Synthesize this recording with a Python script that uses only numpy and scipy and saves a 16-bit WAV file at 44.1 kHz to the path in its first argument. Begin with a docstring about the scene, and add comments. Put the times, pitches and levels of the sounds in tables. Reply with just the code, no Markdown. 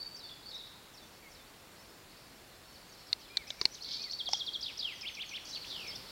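"""A meadow at a forest edge at dusk, heard through a small camera microphone: shaped noise as hiss that
grows louder near the end. Far birds among the trees are gliding sines sent through a decaying noise echo;
smooth bent whistles, low ones and one high falling one, sound in the open. The camera's plastic housing
snaps as it is handled: ticks ring damped modes. Songbirds, loud close ones and fainter distant ones, run
through warbles, swoops, trills and buzzes, all sines bent in pitch and level."""
import sys
import numpy as np
from scipy import signal
from scipy.fft import rfft, irfft
from scipy.io import wavfile
from scipy.ndimage import uniform_filter1d

SR = 44100
rng = np.random.default_rng(int(sys.argv[2]) if len(sys.argv) > 2 else 0)


def master_out(mix):
    """Clip the mix to full scale and print it as 16-bit PCM to the path in sys.argv[1]."""
    frames = np.transpose(np.atleast_2d(mix))
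    ceiling = np.clip(frames, -1, 1)
    pcm = np.round(ceiling * 32767).astype(np.int16)
    wavfile.write(sys.argv[1], SR, pcm)


N = 269432
T = np.arange(N) / SR


def undb(db):
    """Amplitude factor of a level in dB."""
    return 10 ** (np.asarray(db) / 20)


def curve(rows):
    """Sample span covered by a table's first column (s), and its other columns interpolated there."""
    s, *columns = np.transpose(rows)
    span = slice(int(max(s[0], 0) * SR), min(int(s[-1] * SR), N))
    return span, [np.interp(T[span], s, c) for c in columns]


def wander(length, rate_hz):
    """Smooth random wobble of spread near 1: noise averaged twice."""
    k = int(SR / rate_hz)
    noise = rng.standard_normal(length + 2 * k)
    smooth = uniform_filter1d(uniform_filter1d(noise, k), k)[k:-k]
    return smooth * np.sqrt(1.7 * k)


def whistle(hz, db, edge_s=0.00076):
    """Sine that follows a pitch and an rms level, with soft ends."""
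    t = np.arange(len(hz)) / SR
    ends = np.clip(np.minimum(t, t[::-1]) / edge_s, 0, 1)
    envelope = np.sqrt(2) * undb(db) * np.sin(np.pi / 2 * ends) ** 2
    return envelope * np.sin(2 * np.pi * np.cumsum(hz) / SR)


def glides(rows, waver_db=2.8, waver=0.0025, swell=0.108, swing=0, swing_hz=85):
    """Whistles that slide in pitch, swelling and wavering on their way through the air."""
    out = np.zeros(N)
    for s, length_s, first_hz, last_hz, db in rows:
        span, (hz, part) = curve([(s, first_hz, 0), (s + length_s, last_hz, 1)])
        shake = swing * np.sin(2 * np.pi * swing_hz * T[span])
        hz = hz * (1 + waver * wander(len(hz), 120) + shake)
        arch = np.sin(np.pi * (0.046 + 0.61 * part)) ** swell
        out[span] += arch * whistle(hz, db + waver_db * wander(len(hz), 149.7))
    return out


# Noise spectrum. Each row: frequency in Hz, relative density in dB per Hz.
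HISS_SPECTRUM = [(15, -26.5), (30, 0.5), (45, 0.5), (100, 0), (400, -2), (1000, -5), (2700, -9),
                 (6000, -15.5), (16000, -19.5)]
# Hiss level. Each row: time in seconds, rms level in dB.
HISS_LEVEL = [(0, -56), (5.3, -56), (5.8, -52.5), (6.11, -52.5)]
# Faint narrow band in the hiss: centre in Hz, width in Hz, rms level in dB.
WHINE = (7220, 770, -76)


def hiss():
    """Microphone hiss and far rumble: white noise shaped in frequency, plus a faint narrow band."""
    bins_hz = np.fft.rfftfreq(N, 1 / SR)
    hz, db = np.transpose(HISS_SPECTRUM)
    gain = undb(np.interp(np.log(bins_hz + 1), np.log(hz), db))
    broad = irfft(rfft(rng.standard_normal(N)) * gain, N)
    centre_hz, width_hz, whine_db = WHINE
    band = np.exp(-((bins_hz - centre_hz) / width_hz) ** 2 * 2)
    whine = irfft(rfft(rng.standard_normal(N)) * band, N)
    level = undb(np.interp(T, *np.transpose(HISS_LEVEL)))
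    return broad / np.std(broad) * level + whine / np.std(whine) * undb(whine_db)


# Chorus gain. Each row: time in seconds, level in dB.
CHORUS_LEVEL = [(0, -64.5), (.8, -65), (2.3, -66), (3.3, -60.5), (5.4, -58.5), (6.11, -51)]


def chorus(count=900):
    """Many far birds: short chips at random times and pitches, mostly falling."""
    when, size, low, high, slide, loud = rng.random((count, 6)).T
    first_hz = 3200 + 1500 * (low + high)
    last_hz = first_hz * (1.1 - .45 * slide)
    rows = np.transpose([when * T[-1], 0.00601 + .02 * size, first_hz, last_hz, -8 * loud])
    return glides(rows) * undb(np.interp(T, *np.transpose(CHORUS_LEVEL)))


# Twitter of a far bird. Each row: start in seconds, length in seconds, first Hz, last Hz, level in dB.
TWITTER = [(0, 0.076, 3840, 3792, -64.5), (0, 0.032, 4570, 4605, -47), (.058, 0.021, 4570, 4660, -52),
           (.14, 0.0288, 4610, 4813, -55), (.287, 0.011, 4260, 3220, -52), (.308, 0.03, 3460, 3357, -51),
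           (.508, 0.013, 4547, 3340, -51), (.575, 0.018, 4300, 3555, -55), (.424, 0.017, 3570, 4500, -59),
           (.6, .016, 4110, 3390, -53), (.622, .016, 4050, 3480, -56), (.66, 0.024, 4800, 3490, -57.5)]
# Its shaking notes. Each row: start in seconds, length in seconds, first Hz, last Hz, level in dB.
SHAKES = [(.23, 0.043, 4530, 4420, -53), (.458, 0.036, 4420, 4590, -53.5), (.478, 0.032, 5090, 5000, -58.5),
          (.53, 0.039, 3735, 3785, -46.5)]


def twitter():
    """A far bird ends its twitter: plain glides, and notes whose pitch swings periodically."""
    return glides(TWITTER, waver_db=2.5, waver=0.0123) + glides(SHAKES, swing=0.032, swing_hz=85)


# Smooth whistles, low ones and one high falling one.
# Each row of a whistle: time in seconds, pitch in Hz, level in dB.
BENT_WHISTLES = [
    [(3.298, 2360, -57), (3.35, 2460, -59), (3.4, 2290, -53), (3.43, 2090, -59), (3.447, 1830, -62)],
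    [(3.463, 1970, -58), (3.478, 2500, -56), (3.5, 2660, -58)],
    [(3.497, 2400, -55), (3.535, 2070, -63)],
    [(3.86, 2200, -65), (3.96, 2246, -64), (4.01, 2497, -57), (4.04, 2480, -60), (4.09, 1890, -56)],
    [(5.87, 6800, -54), (5.878, 5350, -45), (5.887, 5120, -44), (5.902, 5400, -46), (5.91, 4700, -54),
     (5.921, 3200, -49), (5.932, 3150, -50), (5.955, 3600, -51), (5.978, 3600, -59)],
]


def bent_whistles():
    """Smooth whistles in the open, low ones and one high falling one, their pitch bends rounded."""
    out = np.zeros(N)
    for bends in BENT_WHISTLES:
        span, (hz, db) = curve(bends)
        rounded_hz = uniform_filter1d(hz, size=200, mode="nearest")
        out[span] += whistle(rounded_hz, db, edge_s=0.0034)
    return out


FOREST_T60_S, EARLY_T60_S, EARLY_DB = 0.87, 0.065, 6.5


def forest(x):
    """Ground and near trunks give quick echoes, the wood behind a dense fading tail."""
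    t = T[:SR]
    fade = 1000 ** (-t / FOREST_T60_S) + undb(EARLY_DB) * 1000 ** (-t / EARLY_T60_S)
    tail = rng.standard_normal(SR) * fade * np.clip(t / 0.0028, 0, 1)
    return signal.fftconvolve(x, tail / np.sqrt(np.sum(tail ** 2)))[:N]


KNOCK_SAG, KNOCK_SAG_S = 0.26, 0.004  # starting sharpness as a fraction, settling time


def ring(modes, stretch=1, sag=0):
    """Damped modes after a tick; each grip varies their level and tuning a little."""
    t = T[:SR // 10]
    bent = t + sag * KNOCK_SAG_S * (1 - np.exp(-t / KNOCK_SAG_S))  # starts sharp, then settles
    out = 0
    for (hz, db, t60_s), (detune, grip_db) in zip(modes, rng.standard_normal((len(modes), 2))):
        tone = np.sin(2 * np.pi * hz * stretch * (1 + 0.032 * detune) * bent)
        out = out + undb(db + grip_db) * tone * 1000 ** (-t / t60_s)
    return out


# Housing snaps. Each row: start in seconds, peak in dB, gap to the rebound in seconds, slip rate in Hz,
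# hollow knock in dB, knock pitch factor, thud in dB.
SNAPS = [(3.129, -12, 0.0014, 4290, -16, 1.4, -30), (3.3706, -13, 0.0026, 3970, -22, 1.27, -29),
         (3.504, -23.5, 0.0029, 3600, -0.5, 0.68, -10), (3.6137, -14.5, 0.0022, 4800, 0.5, 1.216, -1.5),
         (3.654, -8, 0.0014, 4515, -15.5, 1.01, -8), (4.289, -25.5, 0.0019, 5430, 9, 0.88, -20),
         (4.3331, -13.5, 0.001298, 5530, 0.5, 0.952, -10.5)]
# Relative amplitudes of the ticks of one slip.
SLIP = [0.11, 0.42, 0.83, 0.65, 0.77]
# Modes of the shell, the hollow inside and the jolting whole body.
# Each row: nominal frequency in Hz, nominal level in dB, t60 in seconds.
SHELL = [(2200, 3, 0.015), (2900, 7, 0.0089), (3650, -1, 0.0088), (4200, 26, 0.0023), (4800, 9, 0.0063),
         (5450, 8.5, 0.012)]
HOLLOW = [(783, 8.5, 0.024)]
THUD = [(398, 10.5, 0.013)]
REBOUND_DB, GRIND, GRIND_DECAY_S = -4, 0.035, 0.0037


def snaps():
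    """A joint slips in a few quick ticks, rebounds and grinds; the shell and the hollow inside ring."""
    out, t = np.zeros(N), T[:SR // 100]
    # a small shell radiates neither bass nor the highest treble
    shell_band = signal.butter(2, [1500, 6300], "band", fs=SR, output="sos")
    hollow_cut = signal.butter(2, 300, "high", fs=SR, output="sos")
    for s, peak_db, gap_s, slip_hz, hollow_db, stretch, thud_db in SNAPS:
        rebound = undb(REBOUND_DB) * (np.arange(len(t)) == int(gap_s * SR))
        grind = GRIND * rng.standard_normal(len(t)) * np.exp(-t / GRIND_DECAY_S)
        blow = (t == 0) + rebound + grind
        ticks = np.zeros(SR // 500)
        ticks[(np.arange(len(SLIP)) * SR / slip_hz).round().astype(int)] = SLIP
        shell = signal.sosfilt(shell_band, ring(SHELL))
        hollow = signal.sosfilt(hollow_cut, ring(HOLLOW, stretch, sag=KNOCK_SAG))
        # the slow hollow feels the whole slip as one push
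        body = np.convolve(shell, ticks)[:len(shell)]
        body = body + undb(hollow_db) * hollow + undb(thud_db) * ring(THUD)
        snap = np.convolve(blow, body)
        out[int(s * SR):][:len(snap)] += undb(peak_db) * snap / np.abs(snap).max()
    return out


# Syllables, each one or more strokes of the voice.
# Each row of a stroke: seconds after the start, pitch in Hz, relative level in dB.
TICK = [
    [(0, 5764, -9), (.017, 5950, -3)],
    [(.025, 7100, -11), (.034, 5900, 3.5), (.043, 3300, 0)],
]
WARBLE = [
    [(0, 4172, -12), (.013, 4320, -10.5), (.016, 4646, -3.5), (.022, 6600, -25.5), (.027, 5436, -7.5),
     (.033, 2930, -23), (.038, 4332, -4.5), (.043, 4525, -7.5), (.052, 4520, -16)],
]
SWOOP = [
    [(0, 4800, -21.5), (.004, 4670, -9), (.012, 3857, -5.5), (.022, 3364, -2), (.03, 3200, -3),
     (.036, 3480, -19)],
]
ARCH = [
    [(-.017, 4800, -14), (-.009, 5590, -9), (-.005, 6800, -25)],
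    [(0, 3790, -14.5), (.005, 4714, -3), (.01, 5095, -4.5), (.017, 3960, -9.5), (.022, 3710, -6.5),
     (.025, 4430, -12.5), (.031, 2720, -20.5)],
    [(.034, 3140, -13), (.044, 3680, -2), (.049, 4880, -29.5), (.054, 3410, -1)],
]
CARET = [
    [(-.02, 6310, -5), (-.014, 3530, -5.5)],
    [(0, 2607, -7), (.019, 2127, -9.5), (.026, 2660, -4), (.049, 3580, 1), (.052, 4926, -11),
     (.056, 3350, 3), (.072, 1714, -15)],
]
CASCADE = [
    [(0, 6600, -8), (.01, 5450, 0), (.02, 5200, -1)],
    [(.035, 5400, 2), (.047, 4020, -0.5), (.062, 3820, -7), (.095, 3500, -5), (.12, 3590, -9)],
]
# Each row: syllable, starts in seconds, level of the first in dB, change at each repeat in dB.
SONG = [(TICK, [3.468, 3.592, 3.714], -53, 2.6), (WARBLE, [3.809, 3.907, 4.004, 4.097], -35, 1.6),
        (SWOOP, [4.185, 4.255, 4.324, 4.392, 4.462, 4.532], -33.5, 0.051), (ARCH, [4.625, 4.79], -32, 0.7),
        (CARET, [5.03, 5.169, 5.312], -39, -0.46), (CASCADE, [.158, .543, .937, 1.311], -51.5, -2.5)]


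def syllables():
    """Repeated syllables, loud close ones and fainter distant ones: strokes of drawn pitch and level."""
    out = np.zeros(N)
    for strokes, starts_s, first_db, step_db in SONG:
        for k, s in enumerate(starts_s):
            for stroke in strokes:
                span, (hz, db) = curve(np.array(stroke) + [s, 0, first_db + k * step_db])
                out[span] += whistle(hz, db, edge_s=0.00098)
    return out


# Sliding trills. Each row: start in seconds, length in seconds, first Hz, last Hz, first notes per second,
# first fall in Hz, level in dB, fade by the end in dB.
TRILLS = [(4.68, 0.041, 3548, 2105, 295, 1100, -40.5, -18),
          (5.548, 0.0376, 4940, 2200, 320, 1990, -38, -18),
          (5.666, 0.046, 3320, 4130, 200, 1000, -49.5, -4), (5.701, 0.22, 4256, 2100, 155, 1580, -41, -12)]
SLOWS_TO, SLOWS_S = 0.33, 0.038  # limit as a fraction of the first rate, time constant


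def trills():
    """Trills that slide and slow down, each note a quick fall that levels off."""
    out = np.zeros(N)
    for s, length_s, first_hz, last_hz, notes_hz, fall_hz, db, fade_db in TRILLS:
        span, (done,) = curve([(s, 0), (s + length_s, 1)])
        slide = (last_hz / first_hz) ** done ** 0.75  # quick at first
        slowing = SLOWS_TO + (1 - SLOWS_TO) * np.exp(-done * length_s / SLOWS_S)
        part = np.cumsum(notes_hz * slowing) / SR % 1  # progress within one note
        # the falls scale with the slide
        hz = first_hz * slide + fall_hz * slide ** 1.73 * ((1 - part) ** 2.2 - .3)
        level_db = db + 1.1 * wander(len(hz), 200) + fade_db * done ** 1.74
        out[span] += np.sin(np.pi * part) * whistle(hz, level_db)
    return out


# Hoarse buzzes. Each row: start in seconds, loudest in seconds, end in seconds, centre in Hz, width in Hz,
# level in dB.
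BUZZES = [(3.845, 3.911, 4.02, 4330, 3300, -37.5), (4.295, 4.323, 4.403, 5270, 2080, -39),
          (5.451, 5.502, 5.545, 5590, 2300, -45.5), (5.662, 5.695, 5.75, 4690, 1400, -45)]
BUZZ_RATE_HZ, BUZZ_GRAIN_DB, BUZZ_ENDS_DB, BUZZ_NARROWS = 380, 3, -8, 0.298


def buzzes():
    """An uneven flutter swings the pitch; the voice is strongest in the middle of the swing."""
    out = np.zeros(N)
    for start_s, loudest_s, end_s, centre_hz, width_hz, db in BUZZES:
        span, (slack,) = curve([(start_s, 1), (loudest_s, 0), (end_s, 1)])
        unrest = wander(len(slack), 400)
        flutter = 2 * np.pi * np.cumsum(BUZZ_RATE_HZ * (1 + 0.321 * unrest)) / SR
        swing = np.tanh(np.cos(flutter) + .5 * unrest)
        hz = centre_hz + width_hz / 2 * (1 - BUZZ_NARROWS * slack) * swing
        grain_db = BUZZ_GRAIN_DB * wander(len(slack), 160)
        level_db = db + grain_db + BUZZ_ENDS_DB * slack ** 1.66
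        out[span] += np.exp(-3.2 * swing ** 2) * whistle(hz, level_db)
    return out


# Single whistles and chips. Each row: start in seconds, length in seconds, first Hz, last Hz, level in dB.
GLIDES = [(1.225, 0.062, 2315, 2111, -62.5), (1.77, 0.059, 4880, 5570, -65.5),
          (2.725, 0.057, 6300, 3310, -64), (2.875, 0.034, 6470, 6600, -67), (2.92, 0.053, 6100, 3580, -66),
          (3.07, 0.055, 5650, 3555, -60), (3.195, 0.065, 6100, 3360, -62.5),
          (3.268, 0.016, 2750, 2490, -62), (3.47, 0.024, 5500, 4800, -55),
          (3.585, 0.039, 2360, 2230, -57.5), (3.73, 0.067, 5600, 2609, -59),
          (4.843, 0.048, 3380, 2630, -40), (4.889, 0.047, 2700, 1950, -48),
          (4.92, 0.063, 6430, 5870, -65.5), (5.016, 0.0126, 5440, 4840, -44),
          (5.085, 0.066, 6470, 5980, -62), (5.15, 0.016, 5700, 5000, -53), (5.26, 0.1, 6730, 5130, -59.5),
          (5.448, 0.0105, 4450, 7060, -53), (5.45, 0.03, 4470, 5150, -52), (5.508, 0.0227, 5700, 3770, -49),
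          (5.53, .022, 3810, 4485, -46), (5.555, 0.027, 4690, 4200, -45), (5.615, .025, 4800, 3750, -52),
          (5.642, .012, 1980, 3600, -49), (5.65, 0.0124, 6500, 4800, -56), (5.74, 0.042, 4300, 5270, -52),
          (5.8, 0.0093, 6030, 4600, -49.5), (5.9, 0.036, 4350, 5300, -51), (5.955, .01, 6030, 4640, -47),
          (6.055, 0.018, 4400, 4630, -62)]


def songbirds():
    """Single whistles, repeated syllables, trills and buzzes of close and distant birds, summed."""
    return glides(GLIDES) + syllables() + trills() + buzzes()


SONG_WET_DB, FAR_WET_DB, BENT_WET_DB = -4, 0.5, -6


def scene():
    """Direct birds, their forest echo, snaps and hiss; the chorus arrives only through the trees."""
    song, bent, far = songbirds(), bent_whistles(), twitter()
    sent = undb(SONG_WET_DB) * song + undb(FAR_WET_DB) * far + undb(BENT_WET_DB) * bent
    wet = forest(sent + chorus())
    return (song + far + bent + wet + snaps() + hiss())[None]


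TOP_HZ = 15850


def record(dry):
    """The recorder cuts the top with a steep low-pass."""
    low_pass = signal.ellip(10, .2, 60, TOP_HZ, fs=SR, output="sos")
    return signal.sosfilt(low_pass, dry)


dry = scene()
out = record(dry)
master_out(out)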